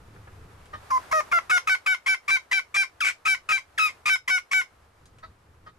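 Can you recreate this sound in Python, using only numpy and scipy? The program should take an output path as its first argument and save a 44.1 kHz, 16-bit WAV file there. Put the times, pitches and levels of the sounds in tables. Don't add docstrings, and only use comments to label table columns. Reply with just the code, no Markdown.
import sys
import numpy as np
from scipy import signal
from scipy.fft import rfft, irfft, next_fast_len
from scipy.io import wavfile
from scipy.ndimage import uniform_filter1d, minimum_filter1d, map_coordinates

SR = 44100
rng = np.random.default_rng(int(sys.argv[2]) if len(sys.argv) > 2 else 0)


def store_pcm(level_fs):
    pcm = np.round(np.clip(level_fs, -1, 1) * 32767).astype(np.int16)
    wavfile.write(sys.argv[1], SR, np.atleast_2d(pcm).T)


N = 255117
TOP_HZ = 15100


def amp(db):
    return 10 ** (np.asarray(db) / 20)


def unit_rms(x):
    return x / np.sqrt(np.mean(x ** 2) + 1e-20)


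def blend(a, b, share):
    return a + (b - a) * share


def along(points, hz):
    point_hz, values = np.transpose(points)
    return np.interp(np.log(hz + 1), np.log(point_hz + 1), values)


def wobble(rate_hz, size):
    knots = rng.standard_normal(int(size * rate_hz / SR) + 4)
    return map_coordinates(knots, [np.arange(size) * rate_hz / SR])


def step(x, width):
    return .5 + .5 * np.tanh(x / width)


def filtered(x, response):
    size = x.shape[-1]
    padded = next_fast_len(size + 4096)
    return irfft(rfft(x, padded) * response(np.fft.rfftfreq(padded, 1 / SR)), padded)[..., :size]


def noise(spectrum, size):
    return unit_rms(filtered(rng.standard_normal(size), lambda hz: amp(along(spectrum, hz))))


def add(track, sound, start_s):
    part = track[:, max(round(start_s * SR), 0):][:, :sound.shape[1]]
    part += sound[:, :part.shape[1]]


def wide_noise(spectrum, width):
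    mid, side = noise(spectrum, N), noise(spectrum, N)
    return unit_rms(mid + width * np.array([[1], [-1]]) * side)


# time in seconds, relative rumble in dB, relative air in dB.
FIELD_LEVELS = [(0.0, -54, -59.5), (0.71, -53, -57.5), (1.0, -60, -49.5), (2.0, -75, -61), (3.64, -70, -63),
                (3.91, -67, -56.5), (4.23, -68, -69), (4.52, -78, -63), (5.02, -60.5, -64.5),
                (5.78, -61.5, -67)]
# frequency in Hz, relative density in dB.
RUMBLE_SPECTRUM = [(20, 2.5), (35, -7.5), (65, 7.5), (95, 8), (135, -1), (250, -11), (500, -10.5),
                   (1200, -85)]
AIR_SPECTRUM = [(100, -15.5), (400, -3.5), (800, -2), (1250, -1.5), (2000, -8.5), (3200, -15),
                (6500, -20.5), (11500, -23.5), (13500, -28.5), (15000, -49.5)]

def field():
    times_s, *curves = np.transpose(FIELD_LEVELS)
    rumble_db, air_db = [np.interp(np.arange(N) / SR, times_s, curve) for curve in curves]
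    rumble = amp(rumble_db + 3.5 + 2.2 * wobble(14, N)) * wide_noise(RUMBLE_SPECTRUM, width=.081)
    air = amp(air_db + 2.5 + .61 * wobble(25, N)) * wide_noise(AIR_SPECTRUM, width=.75)
    return rumble + air


# frequency in Hz, T60 in seconds.
BLIND_T60 = [(300, 0.067), (2000, 0.13), (5000, 0.15), (12000, 0.11)]
# frequency in Hz, reflected over direct in dB.
BLIND_ECHO = [(600, -12), (1500, -11.5), (2400, -11), (5000, -4), (12000, -4)]
# frequency in Hz, left minus right in dB.
LEFT_GAIN = [(700, -0.5), (1300, 1), (2300, 2.5), (4300, 3), (8000, -1)]
# frequency in Hz, lead of the left port in radians.
LEFT_LEAD = [(100, -0.36), (780, -1.89), (2300, -1.31), (3200, -1.6), (5000, -0.49), (7000, 0.43),
             (14000, 0.89)]

def blind(x):
    band_hz, t, bands = signal.stft(rng.standard_normal((2, SR // 4)), SR, nperseg=256)
    decay = amp(-60 * t / along(BLIND_T60, band_hz)[:, None])
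    tail = signal.istft(bands * decay, SR, nperseg=256)[1]
    tail *= step(np.arange(tail.shape[1]) / SR - .003, .00064)
    wash = signal.fftconvolve(x[None], tail / np.linalg.norm(tail[0]), axes=1)[:, :len(x)]
    side = np.array([[.5], [-.5]])
    ports = lambda hz: amp(side * along(LEFT_GAIN, hz)) * np.exp(1j * side * along(LEFT_LEAD, hz))
    return filtered(x, ports) + filtered(wash, lambda hz: amp(along(BLIND_ECHO, hz)))


# start in seconds, relative level in dB, relative treble in dB.
TICKS = [(.163, -40, -37), (.273, -36, -41), (.657, -43, 1), (5.056, -44.5, 9), (5.185, -42, -5)]
# frequency in Hz, relative density in dB.
TICK_SPECTRUM = [(200, -6), (1300, 7), (2500, 0.5), (5000, -13), (10000, -19), (14000, -42)]

def tick(level_db, treble_db, t60_s=.081):
    size = SR // 8
    t = np.arange(size) / SR
    shelf = lambda hz: amp((treble_db + 8.5) * step(hz - 3500, 1200))
    snap = unit_rms(filtered(noise(TICK_SPECTRUM, size), shelf))
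    return amp(level_db - 9.5) * snap * amp(-60 * t / t60_s)


def membrane(pitch_hz, tone_db, flicker_db, partials=21):
    order = np.arange(1, partials + 1)[:, None]
    phase = 2 * np.pi * np.cumsum(pitch_hz) / SR
    partial_hz = order * uniform_filter1d(pitch_hz, size=130)
    flicker = np.array([wobble(22, len(pitch_hz)) for _ in order]) * step(partial_hz - 3000, 500)
    gain = amp(tone_db(partial_hz) + flicker_db * flicker) * (partial_hz < TOP_HZ)
    waves = gain * np.sin(order * phase + rng.uniform(0, 2 * np.pi, (partials, 1)))
    return waves.sum(0) / np.sqrt((gain ** 2).sum(0) / 2), phase


# start in seconds, level in dB, pitch in Hz.
CLUCKS = [(0.73, -30.5, 610), (5.227, -37.5, 643.5), (5.661, -39.5, 625)]
# frequency in Hz, relative level in dB.
CLUCK_SPECTRUM = [(600, -6), (1200, 6), (1850, 0), (2500, -18.5), (3700, -14), (6000, -34.5), (12000, -51)]

def cluck(level_db, pitch_hz):
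    size = SR // 4
    t = np.arange(size) / SR
    jittered_hz = pitch_hz * np.exp(.041 * wobble(970, size))
    wave, _ = membrane(jittered_hz, lambda hz: along(CLUCK_SPECTRUM, hz), flicker_db=-8.5)
    swell = step(t - .006, .0054) * (1 - step(t - .019, .02))
    return amp(level_db) * swell * (wave + .58 * noise(CLUCK_SPECTRUM, size))


# frequency in Hz, relative partial level in dB.
THROAT_RESPONSE = [(620, -6), (770, -22), (880, -19), (1050, -7), (1480, 5), (1590, -7.5), (1900, -2),
                   (2350, 2.5), (3050, -16), (3800, -18.5), (4300, -26), (5200, -18), (9200, -33.5),
                   (11200, -26), (13000, -57)]
# frequency in Hz, relative density in dB.
RASP_SPECTRUM = [(150, -37.5), (600, -41), (850, -15.5), (1080, 2.5), (1650, -0.5), (2250, 7), (3300, -15),
                 (4300, -13), (5500, -17.5), (7800, -9), (9300, -28), (11300, -24.5), (12400, -45),
                 (15000, -63.5)]
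HISS_SPECTRUM = [(2500, -33), (4250, -14), (5000, 3.5), (6700, -1.5), (8700, -23.5), (10700, -3),
                 (12500, -13), (15000, -55.5)]

def throat(pitch_hz, rough, open_db, treble_db):
    size = len(pitch_hz)
    jitter = .0028 * wobble(120, size) + rough * (.0517 * wobble(349.8, size) + .052 * wobble(1500, size))
    tone_db = lambda hz: along(THROAT_RESPONSE, hz) + open_db * step(hz - 1900, 180)
    wave, phase = membrane(pitch_hz * np.exp(jitter), tone_db, flicker_db=3.5)
    wave *= amp(3.7 * rough * wobble(450, size))
    puffs = 1 + .5 * np.cos(phase)
    rasp = filtered(noise(RASP_SPECTRUM, size), lambda hz: amp(1.2 * open_db * step(hz - 1900, 300)))
    rasp_share = .68 * rough
    voice = np.sqrt(1 - rasp_share ** 2) * wave + rasp_share * unit_rms(rasp * puffs)
    radiation = lambda hz: amp(treble_db * step(hz - 3800, 1100) - 5.5 * step(400 - hz, 140))
    leak = amp(-23.5 + .5 * treble_db) * np.sqrt(.3 + rough)
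    return filtered(voice, radiation), leak * unit_rms(noise(HISS_SPECTRUM, size) * puffs)


# start, break to the note, stop and fade width in seconds, squeak and note pitch
# in Hz, level in dB, treble lift in dB, roughness of the note from 0 to 1.
YELPS = [(.902, .915, .978, .003, 1130, 1038, -20, -3, .06),
         (1.111, 1.129, 1.205, .007, 1070, 630, -20, 5, .06),
         (1.313, 1.327, 1.387, .006, 1150, 693, -17.5, -6, .04),
         (1.495, 1.513, 1.579, .004, 1270, 729, -17, 2.5, .06),
         (1.67, 1.695, 1.75, .01, 1260, 757, -19.5, -1.5, .02),
         (1.86, 1.872, 1.945, .01, 1220, 758, -20, -2.5, .03),
         (2.06, 2.081, 2.144, .009, 1080, 769, -20, -3, .1),
         (2.278, 2.307, 2.369, .008, 1160, 776, -19.5, -3, .07),
         (2.511, 2.531, 2.593, .008, 1030, 777, -20, -3.5, .07),
         (2.741, 2.767, 2.832, .018, 1160, 787, -19, -1, .07),
         (3.003, 3.047, 3.1, .016, 1150, 765, -21, -1, .65),
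         (3.251, 3.277, 3.346, .012, 1290, 773, -20, -1.5, .05),
         (3.487, 3.523, 3.572, .024, 1260, 784, -20, -1.5, .08),
         (3.776, 3.789, 3.882, .022, 1320, 1272, -20.5, -2.5, .22),
         (4.055, 4.096, 4.157, .009, 1240, 765, -19.5, 0, .03),
         (4.276, 4.303, 4.38, .014, 1060, 751, -20, -1.5, .03),
         (4.511, 4.534, 4.611, .016, 1130, 758, -20, -1, .04)]
WARM_UP_S, ATTACK_S = .33, .0018
SAG_PER_S, FRAY_HZ = .72, 1060

def yelp(start_s, break_s, stop_s, fade_s, squeak_hz, note_hz, level_db, treble_db, note_rough):
    t = start_s + np.arange(int(.4 * SR)) / SR
    effort = 1 - np.exp((YELPS[0][0] - start_s) / WARM_UP_S)
    overblown = step(note_rough - .15, .03)
    open_db = blend(-34, 2, effort) + 2.5 * overblown
    squeak_db = blend(-5, -2.5, effort)
    squeak_rough = blend(blend(.43, .54, effort), .2, overblown)

    broken = step(t - break_s, .00057)
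    frayed = t > stop_s + .2 * fade_s
    note_s = stop_s - break_s
    position = np.clip(2 * (t - break_s) / note_s - 1, -1, 1)
    high_hz = squeak_hz * (1 + .79 * overblown * np.exp(-(t - start_s) / .008))
    low_hz = note_hz * (1 + np.where(position < 0, .01, -SAG_PER_S * note_s) * position ** 2)
    pitch_hz = blend(high_hz, low_hz, broken) + frayed * (FRAY_HZ - low_hz)

    onset_rough = .11 * np.exp((start_s - t) / .008)
    break_rough = .23 * np.exp(-((t - break_s + .002) / .0065) ** 2)
    end_rough = .4 * step(t - stop_s - .001, .0049)
    rough = blend(squeak_rough, note_rough, broken) + onset_rough + break_rough + end_rough
    voice, hiss = throat(pitch_hz, np.clip(rough, 0, 1), open_db, treble_db)
    dulled = filtered(voice, lambda hz: amp(-2.5 * step(hz - 2900, 400)))
    voice = blend(voice, dulled, step(t - stop_s + .0044, .006)) * amp(squeak_db * (1 - broken))

    attack = step(t - start_s - .003, ATTACK_S)
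    slack = amp(-3 * np.maximum(position, 0) ** 3)
    ebb = (1 - step(t - stop_s - .005, fade_s)) * (1 - step(t - stop_s - .035, .012))
    return amp(level_db) * (voice + hiss) * attack * slack * ebb


def scene():
    out = field()
    for start_s, *settings in YELPS:
        add(out, blind(yelp(start_s, *settings)), start_s)
    for start_s, level_db, pitch_hz in CLUCKS:
        add(out, blind(cluck(level_db, pitch_hz)), start_s)
    for start_s, level_db, treble_db in TICKS:
        add(out, blind(tick(level_db, treble_db)), start_s)
    return out


def limiter(x, ceiling_db):
    needed = np.minimum(1, amp(ceiling_db) / (np.abs(x).max(0) + 1e-9))
    return x * uniform_filter1d(minimum_filter1d(needed, size=265), size=133)


def record(dry):
    return filtered(limiter(dry, ceiling_db=-10.0), lambda hz: hz < TOP_HZ)


dry = scene()
out = record(dry)
store_pcm(out)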